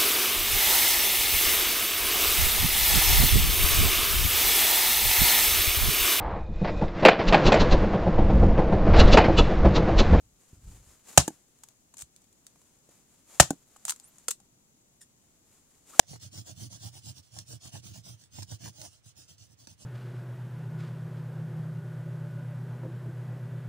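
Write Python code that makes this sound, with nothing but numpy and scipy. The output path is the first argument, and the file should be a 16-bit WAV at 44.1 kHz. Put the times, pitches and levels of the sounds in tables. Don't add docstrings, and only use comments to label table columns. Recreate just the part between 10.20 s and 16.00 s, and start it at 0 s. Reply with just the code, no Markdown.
import sys
import numpy as np
from scipy import signal
from scipy.fft import rfft, irfft, next_fast_len
from scipy.io import wavfile
from scipy.ndimage import map_coordinates

SR = 44100
rng = np.random.default_rng(int(sys.argv[2]) if len(sys.argv) > 2 else 0)


def pcm_store(signal):
    levels = np.round(np.clip(np.atleast_2d(signal), -1, 1) * 32767)
    wavfile.write(sys.argv[1], SR, levels.astype(np.int16).T)


N = 255780

# frequency in Hz, relative level in dB.
AIR_COLOUR = [(25, -7), (60, -5.5), (120, -2), (250, -3.5), (450, -11), (800, -15.5), (1700, -23),
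              (3500, -21), (5200, -20), (6900, -12.5), (9000, -20.5), (12000, -21.5), (15500, -22.5)]
WIND_COLOUR = [(15, -37.5), (25, -2.5), (97, -0.5), (181, -14), (205, -21.5), (284, -21), (500, -35.5),
               (650, -59), (1100, -120)]
CLOTH_COLOUR = [(120, -30), (200, -2), (1110, -6.5), (1240, -7), (1480, -9), (3830, -11), (5720, -9.5),
                (7240, -1), (8080, -5), (14500, -15), (15600, -21.5)]
CLICK_COLOUR = [(150, -44), (500, -34), (1300, -13.5), (2200, -14), (3200, -11.5), (5500, -10), (7000, 0.5),
                (8600, -2.5), (11000, -12), (15500, -18)]
CRACK_COLOUR = [(300, -31.5), (800, -11.5), (1020, -13), (1600, -6.5), (2150, -11.5), (2700, -3),
                (3700, -7.5), (5500, -6), (6900, 1.5), (8500, -3.5), (11000, -11.5), (15500, -22)]
SPLINTER_COLOUR = [(150, -14.5), (300, 3.5), (600, -2.5), (1000, 4), (1800, -7.5), (4000, -1.5), (7500, 0),
                   (10000, -7.5), (15000, -22)]
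# frequency in Hz, gain in dB.
ECHO_COLOUR = [(40, -5.5), (120, 0.5), (300, 2.5), (600, -7.5), (1100, -3), (2000, -4.5), (4000, 2),
               (9000, -1.5), (15000, -3.5)]
SQUEAK_TONE_COLOUR = [(1800, -7), (3500, -12), (5300, -6), (7000, 0), (9000, 4), (10500, -7),
                      (15000, -19.5)]
# frequency in Hz, likeness (1 the same, 0 unrelated, -1 opposite).
AIR_LIKENESS = [(60, 0.6), (300, 0.83), (700, 0.01), (1400, -0.5)]
SNAP_LIKENESS = [(700, 0.96), (1800, 0.24), (3200, 0.083), (5000, 0.27), (9000, 0.44), (14000, 0.17)]
# frequency in Hz, left minus right in dB.
AIR_BALANCE = [(100, -1), (1300, 1), (4200, -0.5), (5500, 3.5), (6800, 8), (7700, 7), (9000, -1),
               (13000, 0)]
WORK_BALANCE = [(100, -2), (700, 0.5), (1300, 2), (4200, 0), (5500, 3.5), (6800, 9), (7700, 4), (8800, -7),
                (10500, -0.5), (12500, 0.5)]

# start in seconds, length in seconds, level in dB.
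WIND_PUFFS = [(0, 0.11, -66), (0.33, 0.0088, -42), (0.373, .02, -57), (0.448, .068, -45), (.55, 0.058, -54),
              (0.672, 0.044, -59)]
# start in seconds, end in seconds, rustle level in dB.
HANDLING_SPELLS = [(1.35, 1.5, -71), (1.951, 2.5, -73.5), (3.551, 4.059, -65)]
# lift level in dB, downswing level in dB.
SWING_LEVELS = [(-59.5, -51), (-65.5, -55), (-67.5, -52.5)]
# seconds before the blow, length in seconds, dB added to the lift level.
LIFT_MOVES = [(0.757, 0.13, -6.5), (0.481, 0.064, 1), (0.29, 0.066, -1)]
# time in seconds, pitch in Hz, level in dB.
SQUEAK_PATH = [(4.805, 2000, -75), (4.814, 1918, -52), (4.822, 1770, -54), (4.83, 1675, -59),
               (4.838, 1840, -63), (4.85, 1833, -80)]
WHISTLE_PATH = [(3.83, 7600, -72), (3.843, 8200, -53), (3.86, 9600, -60), (3.878, 11000, -60),
                (3.893, 14000, -64), (3.908, 16000, -79)]
WHOOSH_PATH = [(5.715, 1052, -78), (5.738, 1185, -51), (5.75, 1290, -56), (5.765, 1400, -83)]

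# base frequency in Hz, relative level in dB, seconds to fade by 60 dB.
PIECE_NOTES = [(854, -6.5, 0.027), (1057, -5.5, 0.027), (1170, 0, 0.01), (1670, -7.5, 0.0047),
               (2920, -16.5, 0.015)]
HALF_NOTES = [(173.3, -3, 0.0253), (288.2, 0.5, 0.037), (460, -3, 0.019), (630, -6, .024),
              (792.7, -2.5, 0.03), (1074, -10.5, 0.017), (1524, -6.5, 0.025)]
BLOCK_NOTES = [(42, -14.5, 0.087), (76.5, -3.5, .1), (136, 0, .075), (184, -2.5, 0.055)]
LOG_NOTES = [(310, -15.5, 0.032), (579, -4.5, 0.029), (715, -3.5, 0.026), (850, -4, 0.024),
             (1263, -6, .024), (1552.4, -8.5, 0.022), (1836, -12.5, .026)]
# start in seconds, length in seconds, slip in dB, final thump in dB.
DRAGS = [(1.770, 0.0533, -45, -48.5), (3.657, .04, -48, -64)]
# start in seconds, click in dB, knock in dB, contact in seconds, pitch multiplier.
TOUCHES = [(1.4351, -45, -45.5, 0.0045, 1.06), (1.4867, -47, -60, 0.00054, 0.7),
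           (1.7398, -50.5, -51, 0.0042, 0.85), (1.8207, -35, -54, 0.0015, 1.12),
           (1.9627, -46.5, -75, 0.00057, 1.4), (2.267, -40.5, -75, .0005, 1.9),
           (2.358, -64.5, -54, .003, .82), (2.69, -61, -49, .0053, 0.41), (3.562, -56, -46.5, 0.0078, 0.98),
           (3.6519, -24.5, -42, 0.00064, 0.77), (3.6806, -34.5, -26, 0.011, 1.07),
           (3.6944, -22.5, -36, 0.0023, .95), (3.7006, -23, -57, 0.00045, 0.59),
           (3.7058, -22, -34.5, .0006, 1.016), (3.7207, -33, -34, .0012, 1.18),
           (3.761, -45, -72, .0007, .67), (3.7987, -44, -55, 0.0012, .8), (3.9834, -48, -73, .001, 1),
           (4.0825, -23, -24.5, 0.0042, 1.21), (4.1070, -27, -41, 0.0078, 1.06),
           (4.201, -56.5, -55, 0.003, 0.93)]
# start in seconds, click in dB, ring in dB, pitch multiplier,
# brightness in dB per octave.
LANDINGS = [(1.0783, -27, -20, 1.1, -1), (3.3053, -26.5, -18.5, 0.99, -1),
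            (4.0838, -30.5, -32.5, 1.685, 0.5)]
# start in seconds, crack in dB, log ring in dB, thud in dB,
# splitting time in seconds, the log's pitch multiplier, its brightness in dB per octave.
BLOWS = [(0.9753, -5.5, -3, -8.5, 0.0044, .99, -1.75), (3.1989, -6.5, 1.37, -10, .0068, 1.0, 2),
         (5.7938, -6, -1.5, -7.5, 0.0069, 1.28, -2)]

AGE = np.arange(SR // 5) / SR


def amp(db):
    return 10 ** (np.asarray(db) / 20)


def unit(x):
    return x / np.sqrt(np.mean(x ** 2) + 1e-20)


def along(points, hz):
    row_hz, values = np.transpose(points)
    return np.interp(np.log(hz + 1), np.log(row_hz + 1), values)


def wobble(rate, size=N):
    points = rng.standard_normal(int(size * rate / SR) + 4)
    return map_coordinates(points, [np.arange(size) * rate / SR])


def filtered(x, response):
    length = x.shape[-1]
    padded = next_fast_len(length + SR // 32, real=True)
    return irfft(rfft(x, padded) * response(np.fft.rfftfreq(padded, 1 / SR)), padded)[..., :length]


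def noise(colour, shape):
    return unit(filtered(rng.standard_normal(shape), lambda hz: amp(along(colour, hz))))


def sides(balance, hz):
    return amp(np.outer([.5, -.5], along(balance, hz)))


def paired(two, likeness):
    def blend(hz):
        angle = np.arccos(np.clip(along(likeness, hz), -1, 1)) / 2
        return np.array([np.cos(angle), np.sin(angle)])
    mid, side = filtered(two, blend)
    return np.array([mid + side, mid - side])


def add(track, start, sound):
    part = track[..., round(start * SR):][..., :sound.shape[-1]]
    part += sound[..., :part.shape[-1]]


def swell(start, end, rise, fall):
    t = np.arange(N) / SR
    return amp(-20 * (np.maximum(start - t, 0) / rise + np.maximum(t - end, 0) / fall))


def glide(path, jitter, flutter_db, colour=None, harmonics=1):
    times, pitches, levels = np.transpose(path)
    now = times[0] + AGE
    gain = amp(np.interp(now, times, levels)) * (now < times[-1])
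    hz = np.interp(now, times, pitches)
    phase = 2 * np.pi * np.cumsum(hz * (1 + jitter * wobble(1460, len(AGE)))) / SR
    tone = sum(np.sin(k * phase) * (amp(along(colour, k * hz)) if colour else 1)
               for k in range(1, harmonics + 1))
    return gain * unit(tone * amp(flutter_db * wobble(800, len(AGE))))


def ring(notes, pitch, attack, spread_db, bright_db=0):
    hz, db, t60 = np.transpose(notes)[..., None]
    db = db + bright_db * np.log2(hz / np.median(hz)) + spread_db * rng.standard_normal(hz.shape)
    waves = amp(db - 60 * AGE / t60) * np.sin(2 * np.pi * hz * pitch * AGE)
    together = waves[::2].sum(0) - waves[1::2].sum(0)
    return together * (1 - np.exp(-AGE / attack))


def snap(colour, hold, t60, attack, grain_db):
    shape = amp(-60 * np.maximum(AGE - hold, 0) / t60) * (1 - np.exp(-AGE / attack))
    hiss = paired(noise(colour, (2, len(AGE))), SNAP_LIKENESS)
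    grain = amp(grain_db * wobble(2000, len(AGE)))
    return unit(shape * hiss * grain) * np.sqrt(np.mean(shape ** 2))


def outdoors(hit, echo_db, t60, build):
    tail = rng.standard_normal((2, len(AGE))) * amp(-60 * AGE / t60) * (1 - np.exp(-(AGE / build) ** 2))
    tail = paired(tail / np.linalg.norm(tail[0]), [(150, 0.97), (600, .6), (1500, .1), (4000, 0.066)])
    tail = filtered(tail, lambda hz: amp(along(ECHO_COLOUR, hz)))
    return hit + amp(echo_db) * signal.fftconvolve(hit, tail, axes=1)[:, :hit.shape[-1]]


def air():
    calm = paired(noise(AIR_COLOUR, (2, N)), AIR_LIKENESS)
    calm = filtered(calm, lambda hz: sides(AIR_BALANCE, hz))
    puffs = [amp(db) * swell(start, start + length, rise=0.57 * length, fall=1.1 * length)
             for start, length, db in WIND_PUFFS]
    lumps = amp(wobble(rate=34.7))
    wind = np.linalg.norm(puffs, axis=0) * lumps * noise(WIND_COLOUR, N)
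    return amp(-65.5 + 0.37 * wobble(0.6)) * unit(calm) + wind


def jacket():
    slow = dict(rise=0.184, fall=0.14)
    moves = [amp(db) * swell(start, end, **slow) for start, end, db in HANDLING_SPELLS]
    moves.append(np.full(N, amp(-74.5)))
    for (blow, *_), (lift_db, down_db) in zip(BLOWS, SWING_LEVELS):
        for lead, length, db in LIFT_MOVES:
            moves.append(amp(lift_db + db) * swell(blow - lead, blow - lead + length, **slow))
        moves.append(amp(down_db) * swell(blow - 0.091, blow, rise=0.065, fall=0.27))
    rub = paired(noise(CLOTH_COLOUR, (2, N)), [(300, 0.25), (2000, 0.94), (8000, .3)])
    grain = amp(1.4 * wobble(60) + 1.4 * wobble(1500))
    return np.linalg.norm(moves, axis=0) * unit(rub * grain)


def squeak_and_whistle():
    out = np.zeros((2, N))
    squeak = glide(SQUEAK_PATH, jitter=0.024, flutter_db=3, colour=SQUEAK_TONE_COLOUR, harmonics=8)
    rasp = amp(-6.5) * np.abs(squeak) * noise(CRACK_COLOUR, (2, len(AGE)))
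    add(out, SQUEAK_PATH[0][0], outdoors(squeak + rasp, echo_db=-6.5, t60=0.083, build=.004))
    add(out, WHISTLE_PATH[0][0], glide(WHISTLE_PATH, jitter=.035, flutter_db=4))
    return out


def whoosh():
    out = np.zeros((2, N))
    add(out, WHOOSH_PATH[0][0], glide(WHOOSH_PATH, jitter=0.11, flutter_db=4))
    return out


def tap(click_db, knock_db, contact, pitch):
    click = amp(click_db) * snap(CLICK_COLOUR, hold=contact, t60=0.013, attack=0.00006, grain_db=2.5)
    knock = amp(knock_db) * ring(PIECE_NOTES, pitch, attack=0.00047, spread_db=4)
    return outdoors(click + knock, echo_db=-9, t60=0.099, build=0.0013)


def bark_ticks():
    out = np.zeros((2, N))
    ticks_per_second = 7
    for start, end, _ in HANDLING_SPELLS:
        for when, strength in rng.random((round((end - start) * ticks_per_second), 2)):
            db = -60.5 + 2 * strength
            add(out, start + when * (end - start), tap(db, db - 5, contact=.0015, pitch=.85))
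    return out


def scrapes():
    out = np.zeros((2, N))
    gap = 0.0095
    for start, length, db, thump_db in DRAGS:
        slips = np.arange(start, start + length, gap)
        for when, (late, strength) in zip(slips, rng.standard_normal((len(slips), 2))):
            slip_db = db + 1.5 * strength
            add(out, when + 0.13 * gap * late, tap(slip_db, slip_db - 9, contact=0.0048, pitch=0.744))
        thump = amp(thump_db) * ring(BLOCK_NOTES, pitch=0.83, attack=0.0088, spread_db=3)
        add(out, start + length, thump)
    return out


def clacks_and_footstep():
    out = np.zeros((2, N))
    for start, *touch in TOUCHES:
        add(out, start, tap(*touch))
    return out


def landing(click_db, ring_db, pitch, bright_db):
    click = amp(click_db) * snap(CLICK_COLOUR, hold=0.0016, t60=0.025, attack=0.00034, grain_db=1.5)
    body = amp(ring_db) * ring(HALF_NOTES, pitch, attack=.002, spread_db=2, bright_db=bright_db)
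    return outdoors(click + body, echo_db=-20.5, t60=0.11, build=0.0091)


def falling_halves():
    out = np.zeros((2, N))
    for start, click_db, ring_db, pitch, bright_db in LANDINGS:
        add(out, start, landing(click_db, ring_db, pitch, bright_db))
        add(out, start + 0.0245, landing(click_db - 25.5, ring_db - 22.5, pitch * 0.92, bright_db - 2.5))
    return out


def axe_blows():
    out = np.zeros((2, N))
    for start, crack_db, log_db, thud_db, splitting, pitch, bright_db in BLOWS:
        crack = amp(crack_db) * snap(CRACK_COLOUR, splitting, t60=0.028, attack=0.0002, grain_db=2.5)
        knock = amp(log_db) * ring(LOG_NOTES, pitch, attack=0.00077, spread_db=2, bright_db=bright_db)
        thud = amp(thud_db) * ring(BLOCK_NOTES, pitch=0.93, attack=.006, spread_db=-0.5)
        add(out, start, outdoors(crack + knock + thud, echo_db=-17.5, t60=0.18, build=0.008))
        splinters = snap(SPLINTER_COLOUR, hold=0.02, t60=0.065, attack=.004, grain_db=4)
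        add(out, start + .012, amp(crack_db - 21.5) * splinters)
    return out


def scene():
    knocks = axe_blows() + falling_halves() + clacks_and_footstep() + scrapes() + bark_ticks()
    work = knocks + squeak_and_whistle() + whoosh() + jacket()
    return filtered(work, lambda hz: sides(WORK_BALANCE, hz)) + air()


def record(dry):
    top_hz = 15750
    flattened = np.clip(dry, -1, 1)
    return filtered(flattened, lambda hz: 1 / np.sqrt(1 + (hz / top_hz) ** 120))


dry = scene()
out = record(dry)
pcm_store(out)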